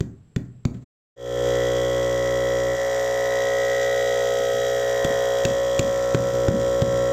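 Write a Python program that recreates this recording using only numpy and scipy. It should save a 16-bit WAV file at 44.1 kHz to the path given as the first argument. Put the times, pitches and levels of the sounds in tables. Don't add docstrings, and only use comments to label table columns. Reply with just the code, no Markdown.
import sys
import numpy as np
from scipy import signal
from scipy.fft import rfft, irfft, next_fast_len
from scipy.io import wavfile
from scipy.ndimage import map_coordinates

SR = 44100
rng = np.random.default_rng(int(sys.argv[2]) if len(sys.argv) > 2 else 0)


def wav_record(signal):
    frames = np.transpose(np.atleast_2d(signal))
    bounded = np.clip(frames, -1, 1)
    quanta = np.round(bounded * 32767).astype(np.int16)
    wavfile.write(sys.argv[1], SR, quanta)


N = 314151
TIME = np.arange(N) / SR


def amp(db):
    return 10 ** (np.asarray(db) / 20)


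def unit(x):
    return x / np.sqrt(np.mean(x ** 2) + 1e-20)


def read(points, hz):
    f, value = np.transpose(points)
    return np.interp(np.log(hz + 1), np.log(f + 1), value)


def curve(points):
    return np.interp(TIME, *np.transpose(points))


def add(mix, s, sound):
    part = mix[max(round(s * SR), 0):][:len(sound)]
    part += sound[:len(part)]


def noise(colour, size=N):
    length = next_fast_len(size)
    gain = amp(read(colour, np.fft.rfftfreq(length, 1 / SR)))
    spectrum = rfft(rng.standard_normal(length)) * gain
    return unit(irfft(spectrum, length)[:size])


def wander(per_s):
    knots = rng.standard_normal(int(N / SR * per_s) + 4)
    drift = map_coordinates(knots, [TIME[::64] * per_s], order=3, mode="nearest")
    return unit(drift)[np.arange(N) // 64]


# (frequency [Hz], relative level [dB], t60 [s])
TIRE_MODES = [(79, -14.5, 0.071), (122.8, -22, 0.79), (129, -22, 0.38), (185, -14, 0.13),
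              (234, -10.5, 0.085), (266.8, -24, 0.41), (341, -27, 0.11), (400, -47, 0.12), (498, -57, 0.54)]
# (frequency [Hz], relative level [dB per Hz])
SIDEWALL_COLOUR = [(50, -13), (110, -13.5), (180, 5), (290, 8), (370, -3), (520, -11), (800, -19.5),
                   (2000, -52.5)]


def thump(hz, ring_db, rise_s=0.0024, tread_hz=370, tread_db=-11):
    t = np.arange(SR // 2) / SR
    bent_time = t + 0.00092 * (1 - np.exp(-t / 0.00053))
    dent_envelope = (t / rise_s / 2) ** 2 * np.exp(2 - t / rise_s)
    dent = -np.sin(2 * np.pi * hz * bent_time) * dent_envelope
    snap_envelope = t / 0.0032 * np.exp(1 - t / 0.0031)
    snap = -amp(tread_db) * np.sin(2 * np.pi * tread_hz * t) * snap_envelope
    ring = np.zeros(len(t))
    for f, db, t60 in TIRE_MODES:
        ring += amp(db - 60 * t / t60) * np.sin(2 * np.pi * (f * t + rng.random()))
    shudder = amp(-16.5 - 60 * t / 0.28) * noise(SIDEWALL_COLOUR, size=len(t))
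    onset = 1 - np.exp(-(t / 0.0056) ** 2)
    return dent + snap + amp(ring_db) * (ring + shudder) * onset


# (frequency [Hz], relative level [dB per Hz])
SKIN_COLOUR = [(100, -17), (400, 17), (800, -2.5), (1700, 3.5), (2900, -4), (3700, -2.5), (5500, -8),
               (7300, 0), (8500, -19), (10000, -37.5), (13000, -20.5), (16000, -23)]


def smack(bright_db, cup_hz, cup_db=7, decay_s=0.0025, size=2048):
    t = np.arange(size) / SR
    hz = np.geomspace(50, SR / 2, num=200)
    cup_peak_db = cup_db * np.exp(-(np.log(hz / cup_hz) / 0.09) ** 2)
    colour_db = read(SKIN_COLOUR, hz) + bright_db * np.log2(hz) + cup_peak_db
    decay = 1.09 * np.exp(-t / decay_s) + 0.037 * np.exp(-t / 0.02)
    envelope = (1 - np.exp(-t / 0.00016)) * decay
    return noise(np.column_stack([hz, colour_db]), size=size) * envelope


# (time [s], level at the height of the stroke [dB])
TREAD_RUBS = [(.385, -68), (.44, -65), (.665, -57), (.735, -52), (.805, -62)]
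RUB_RISE_S, RUB_FADE_S = .015, .025


def rubbing(grain_db=2.0):
    pressure = np.zeros(N)
    t = TIME[:SR // 2]
    stroke = np.minimum(t / RUB_RISE_S, np.exp((RUB_RISE_S - t) / RUB_FADE_S))
    for s, db in TREAD_RUBS:
        add(pressure, s, amp(db) * stroke)
    return pressure * amp(grain_db * wander(120)) * noise(SKIN_COLOUR)


# (frequency [Hz], t60 [s])
GARAGE_DECAY = [(60, 0.71), (160, 0.68), (420, .42), (1100, 0.61), (3000, 0.19), (8000, 0.36)]


def garage(x):
    taps = rng.standard_normal(SR // 2) * (TIME[:SR // 2] > .011)
    hz, t, z = signal.stft(taps, SR, nperseg=256)
    decay = amp(-60 * t / read(GARAGE_DECAY, hz)[:, None])
    tail = signal.istft(z * decay, SR, nperseg=256)[1]
    return signal.fftconvolve(x, tail / np.linalg.norm(tail))[:N]


# (time [s], thump level [dB], thump pitch [Hz], smack level [dB],
# smack brightness [dB per octave], cupped-palm pitch [Hz], ring re thump [dB], rebound re thump [dB])
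TIRE_SLAPS = [(.006, -11, 127, -24.5, 1, 3400, -3.5, -19),
              (0.3616, -12.5, 124, -22.5, -0.5, 3600, -0.5, -25.5),
              (.652, -8.5, 125, -23, -.5, 1650, -3, -18), (5.046, -15.5, 142, -14.5, 0, 3320, -4, -11),
              (5.451, -14.5, 140, -13, 1, 2600, 0, -14), (5.7926, -9.5, 128, -14, 2, 2460, -0.5, -19),
              (6.1468, -11.5, 143, -12, -1.5, 3570, 2, -11.5), (6.483, -7, 115, -16, -1.5, 1380, -2, -7),
              (6.819, -8.5, 125, -19.5, -0.5, 3420, 0.5, -15)]
# (time
# [s], level [dB], pitch [Hz])
SOFT_KNOCKS = [(.748, -32, 174), (2.765, -37, 130), (3.442, -38, 89), (4.40, -37, 150), (4.541, -34, 109),
               (4.58, -40, 130), (6.326, -31, 110), (6.509, -17, 177)]
REBOUND_S, REBOUND_HZ, SOFT_RING_DB = .057, 204, 5


def hand():
    thumps, smacks = np.zeros((2, N))
    for s, db, hz, smack_db, bright_db, cup_hz, ring_db, rebound_db in TIRE_SLAPS:
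        add(thumps, s, amp(db) * thump(hz, ring_db))
        add(thumps, s + REBOUND_S, amp(db + rebound_db) * thump(REBOUND_HZ, SOFT_RING_DB))
        add(smacks, s, amp(smack_db) * smack(bright_db, cup_hz))
    for s, db, hz in SOFT_KNOCKS:
        add(thumps, s, amp(db) * thump(hz, SOFT_RING_DB))
    close = thumps + smacks
    return close + rubbing() + garage(amp(-13) * close)


# (frequency [Hz], relative level [dB per Hz])
QUIET_COLOUR = [(30, -2), (130, 2), (400, -8.5), (900, -21.5), (3000, -27), (7200, -37.5), (7650, -15),
                (8000, -35), (15000, -50.5)]


def quiet_garage():
    return amp(-60) * noise(QUIET_COLOUR)


def ring_phase(lines, size=4096):
    order, db = np.transpose(lines)
    log_gain = np.log(amp(np.interp(abs(np.fft.fftfreq(size, 1 / size)), order, db)))
    return -signal.hilbert(log_gain).imag[np.round(order).astype(int)]


def strokes(turns, lines, at, scatter, size=4096):
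    order, db = np.transpose(lines)
    phase = ring_phase(lines) - 2 * np.pi * order * at + scatter * rng.standard_normal(len(order))
    spectrum = np.zeros(size // 2 + 1, complex)
    spectrum[np.round(order).astype(int)] = amp(db) * np.exp(1j * phase)
    one_turn = irfft(spectrum) * size / np.sqrt(2)
    return np.interp(turns % 1, np.arange(size) / size, one_turn, period=1)


def moving_echo(turns, lines, share, count=2):
    echoes = np.zeros(N)
    for _ in range(count):
        echoes += wander(1.272) * strokes(turns, lines, at=0, scatter=np.pi)
    return share * echoes / np.sqrt(count)


def metal_part(turns, lines, at, scatter, echo, uneven_db, gain_db=0):
    blows = strokes(turns, lines, at, scatter) + moving_echo(turns, lines, echo)
    return amp(gain_db) * unit(blows * amp(uneven_db * wander(61)))


def puff(turns, at, length, rest):
    age = (turns - at) % 1
    return unit(rest + np.exp(-age / length) * (1 - np.exp(-age / 0.033)))


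def in_sight(part, view):
    shaded_db, gained_db = part
    return amp(shaded_db + gained_db * view)


# (lands [s], lifts [s], firmness at landing [dB])
PALM_RESTS = [(1.14, 2.768, 2), (6.323, 7.3, -4)]
TOUCH_S, EASE_DB_PER_S = 0.022, 5
DIP_DEPTH, DIP_S = 0.47, 0.014


def palm():
    contact, dip = np.zeros(N), np.ones(N)
    for lands, lifts, db in PALM_RESTS:
        touching = np.clip(np.minimum(TIME - lands, lifts - TIME) / TOUCH_S + .5, 0, 1)
        contact += touching * amp(db - EASE_DB_PER_S * (TIME - lands))
        for s in (lands, lifts):
            dip -= DIP_DEPTH * np.exp(-((TIME - s) / DIP_S) ** 2)
    return contact, dip


# (multiple of the stroke rate, relative level [dB])
PLAIN_LINES = [(1, -27.5), (2, -21), (3, -44.5), (4, -32), (5, -28.5), (6, -29.5), (7, -4.5), (8, -6.5),
               (9, -1), (10, -22.5), (11, -8), (12, -13.5), (13, -20.5), (14, -36.5), (15, -22.5),
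               (16, -25.5), (17, -18.5), (18, -30.5), (19, -29.5), (20, -28), (21, -20), (22, -35.5),
               (23, -22.5), (24, -26), (25, -36.5), (26, -25)]
# (multiple of the stroke rate, relative level [dB])
SHADED_LINES = [(1, -17), (2, -19.5), (3, -18), (4, -21), (5, -19.5), (6, -19), (7, -22.5), (8, -9), (9, 1),
                (10, -14), (11, -27), (12, -19.5), (13, -26.5), (14, -54), (15, -30), (16, -17), (17, -24),
                (18, -15.5), (19, -30.5), (20, -41), (21, -27), (22, -15.5), (23, -54), (24, -28.5),
                (25, -33), (26, -34.5)]
# (multiple of the stroke rate, level before firmness [dB])
PALM_THROB = [(1, -45.5), (2, -37), (3, -53), (4, -59.5), (5, -43), (6, -39), (7, -36.5), (8, -41.5),
              (9, -44), (10, -104)]
# (time [s], level before the knock gain [dB])
KNOCK_COURSE = [(1.46, -44), (1.77, -44), (3.38, -41.5), (4.04, -54), (4.21, -46), (4.57, -60),
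                (5.01, -41.5), (7.1, -44)]
# (time [s], level, only its change counts [dB])
OVERTONE_COURSE = [(1.46, -27), (2.31, -37.5), (2.53, -30.5), (2.75, -40.5), (4.14, -30.5), (5.92, -33.5),
                   (6.25, -29.5), (7.1, -31.5)]
OVERTONE_ORDER = 8
DRONE = (-24, 0.98)  # (dB with the tire in the way, dB gained in plain view)


def pump_drone(turns, view, at=0.2007, spread=0.125, knock_gain_db=17.0, sway_db=2.0):
    contact, dip = palm()
    overtone_db = curve(OVERTONE_COURSE)
    drone_gain = in_sight(DRONE, view)
    knock_gain = amp(curve(KNOCK_COURSE) + knock_gain_db)
    drone = np.zeros(N)
    lines = zip(PLAIN_LINES, SHADED_LINES, ring_phase(PLAIN_LINES))
    for order, ((_, seen_db), (_, shaded_db), phase) in enumerate(lines, 1):
        knock = np.exp(-((order - 17) / 2.4) ** 4)
        sway = sway_db * order / len(PLAIN_LINES) * wander(2.45)
        if order == OVERTONE_ORDER:
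            sway = sway + overtone_db - overtone_db.mean()
        line_gain = amp(view * seen_db + (1 - view) * shaded_db + sway)
        airborne = drone_gain ** (1 - knock) * knock_gain ** knock * line_gain
        gain = airborne + contact * amp(read(PALM_THROB, order))
        lag = spread * (order - 8) ** 2
        drone += np.sqrt(2) * gain * np.cos(2 * np.pi * order * (turns - at) + phase - lag)
    return drone * dip * amp(0.13 * wander(40))


# (multiple of the stroke rate, relative level [dB])
HOUSING_LINES = [(27, -21.5), (28, -15), (29, -3), (30, -19), (31, 1), (32, 0.5), (33, -6), (34, -33),
                 (35, -17), (36, -48.5), (37, -17), (38, -22)]
# (time [s], level before a 0.5 dB lift [dB])
RATTLE_COURSE = [(1.46, -39), (1.6, -33), (1.73, -37.5), (3.3, -32.5), (3.75, -34), (4.43, -39.5),
                 (5.14, -35.5), (5.23, -40), (6.83, -44.5), (7.1, -40.5)]


def housing_rattle(loose):
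    rattle = metal_part(loose, HOUSING_LINES, at=.92, scatter=1.0, echo=0.57, uneven_db=1.0, gain_db=0.5)
    return amp(curve(RATTLE_COURSE)) * rattle


# (offset from its centre [Hz], relative level [dB])
VALVE_SHAPE = [(-330, -17.5), (-170, -6), (14, 5.5), (120, -1.5), (308, -19.5)]


def valve_lines(centre_hz):
    offset_hz, db = np.transpose(VALVE_SHAPE)
    order = np.round(centre_hz / STROKE_HZ) + np.arange(-5, 6)
    return np.column_stack([order, np.interp(order * STROKE_HZ - centre_hz, offset_hz, db)])


# (time [s], level before a 1 dB cut and the swells [dB])
LOW_VALVE_COURSE = [(1.46, -41), (2.28, -41), (3.33, -48.5), (3.45, -42.5), (5.81, -41.5), (6.0, -53.5),
                    (7.1, -43.5)]
VALVE_LOW_HZ, VALVE_HIGH_HZ = 3260, 3860
UPPER_VALVE = (-59.5, 14.5)  # (dB with the tire in the way, dB gained in plain view)
SWELL_DB, SWELLS_PER_S = 1.4, 4.09


def valve_ring(loose, view):
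    low = metal_part(loose, valve_lines(VALVE_LOW_HZ), at=0.75, scatter=0.85, echo=0.14,
                     uneven_db=0.5, gain_db=-1.0)
    low *= amp(curve(LOW_VALVE_COURSE))
    high = metal_part(loose, valve_lines(VALVE_HIGH_HZ), at=0.858, scatter=0.43, echo=0.55, uneven_db=2.1)
    high *= in_sight(UPPER_VALVE, view)
    return sum(ring * amp(SWELL_DB * wander(SWELLS_PER_S)) for ring in (low, high))


# (frequency [Hz], relative line level [dB])
BUZZ_COLOUR = [(2300, -6.5), (2750, -8), (3550, -0.5), (4300, -11.5), (4700, -11), (4950, 2.5), (5300, -12),
               (5700, 7), (6050, -13), (6250, 4.5), (6600, -15), (6950, 4.5), (7200, -11.5), (7500, 4.5),
               (7800, -28), (8300, -12.5), (9500, -29.5)]
BUZZING = (-44, 3.7)  # (dB with the tire in the way, dB gained in plain view)


def buzz(loose, view):
    order = np.arange(39, 156)
    lines = np.column_stack([order, read(BUZZ_COLOUR, order * STROKE_HZ)])
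    return in_sight(BUZZING, view) * metal_part(loose, lines, at=.93, scatter=0.64, echo=0.37, uneven_db=1.25)


# (frequency [Hz], relative level [dB per Hz])
AIR_COLOUR = [(150, -10), (350, -2.5), (530, 14.5), (850, -2), (1500, 3.5), (1920, 7), (2700, -8),
              (3250, 1), (4300, -8.5), (5700, -0.5), (7300, 0), (8500, -6), (9700, -42), (11000, -48)]
# (frequency [Hz], relative level [dB per Hz])
HISS_COLOUR = [(9800, -24), (10900, -7.5), (12000, -10), (13000, -6), (14400, -6.5), (15700, -20.5)]
BLOWING, HISSING = (-42.5, 4), (-57.5, 6.9)  # (dB with the tire in the way, dB gained in plain view)


def hose_air(turns, view):
    air = in_sight(BLOWING, view) * noise(AIR_COLOUR) * puff(turns, at=0.938, length=0.37, rest=0.41)
    hiss = in_sight(HISSING, view) * noise(HISS_COLOUR) * puff(turns, at=0.72, length=0.32, rest=0.21)
    return air * amp(.5 * wander(61)) + hiss


# (time [s], share in plain view [0-1])
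MICROPHONE_VIEW = [(1.2, 0.47), (2.0, 0.34), (2.7, 0.33), (2.9, 0.66), (4.2, 0.76), (5.1, 0.78),
                   (5.35, 0.73), (5.6, 0.37), (7.12, 0.14)]
STROKE_HZ = 61.065
DRIFT_TURNS, DRIFT_PER_S = 0.01103, 1.3


def inflator():
    view = np.clip(curve(MICROPHONE_VIEW), 0, 1)
    turns = STROKE_HZ * TIME + DRIFT_TURNS * wander(DRIFT_PER_S)
    loose = turns + 0.000092 * wander(56)
    metal = housing_rattle(loose) + valve_ring(loose, view) + buzz(loose, view)
    return pump_drone(turns, view) + metal + hose_air(turns, view)


def gain_control(x, threshold_db=-20, share=0.75, attack_s=0.028, detector_fall_db_per_s=30):
    keep = np.exp(-1 / (attack_s * SR))
    power = signal.lfilter([1 - keep], [1, -keep], x[0] ** 2)
    power_db = 10 * np.log10(power + 1e-12)
    fall = detector_fall_db_per_s * TIME
    held_db = np.maximum.accumulate(power_db + fall) - fall
    over_db = np.maximum(held_db - threshold_db, 0)
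    return x * amp(-share * over_db)


def scene():
    return (hand() + quiet_garage() + inflator() * (TIME > 1))[None]


PAUSE_FROM, PAUSE_TO, FADE_S = .845, 1.161, 0.32
EDGE_HZ = 15800


def record(dry, knee=0.76, headroom=.22):
    before_pause = np.clip((PAUSE_FROM - TIME) / 0.0084, 0, 1)
    after_pause = np.clip((TIME - PAUSE_TO) / FADE_S, 0, 1)
    ducked = gain_control(dry)
    linear = np.clip(ducked, -knee, knee)
    rounded = linear + headroom * np.tanh((ducked - linear) / headroom)
    lowpass = signal.firwin(511, EDGE_HZ, window=("kaiser", 9), fs=SR)
    return signal.oaconvolve(rounded * (before_pause + after_pause), lowpass[None], "same")


dry = scene()
out = record(dry)
wav_record(out)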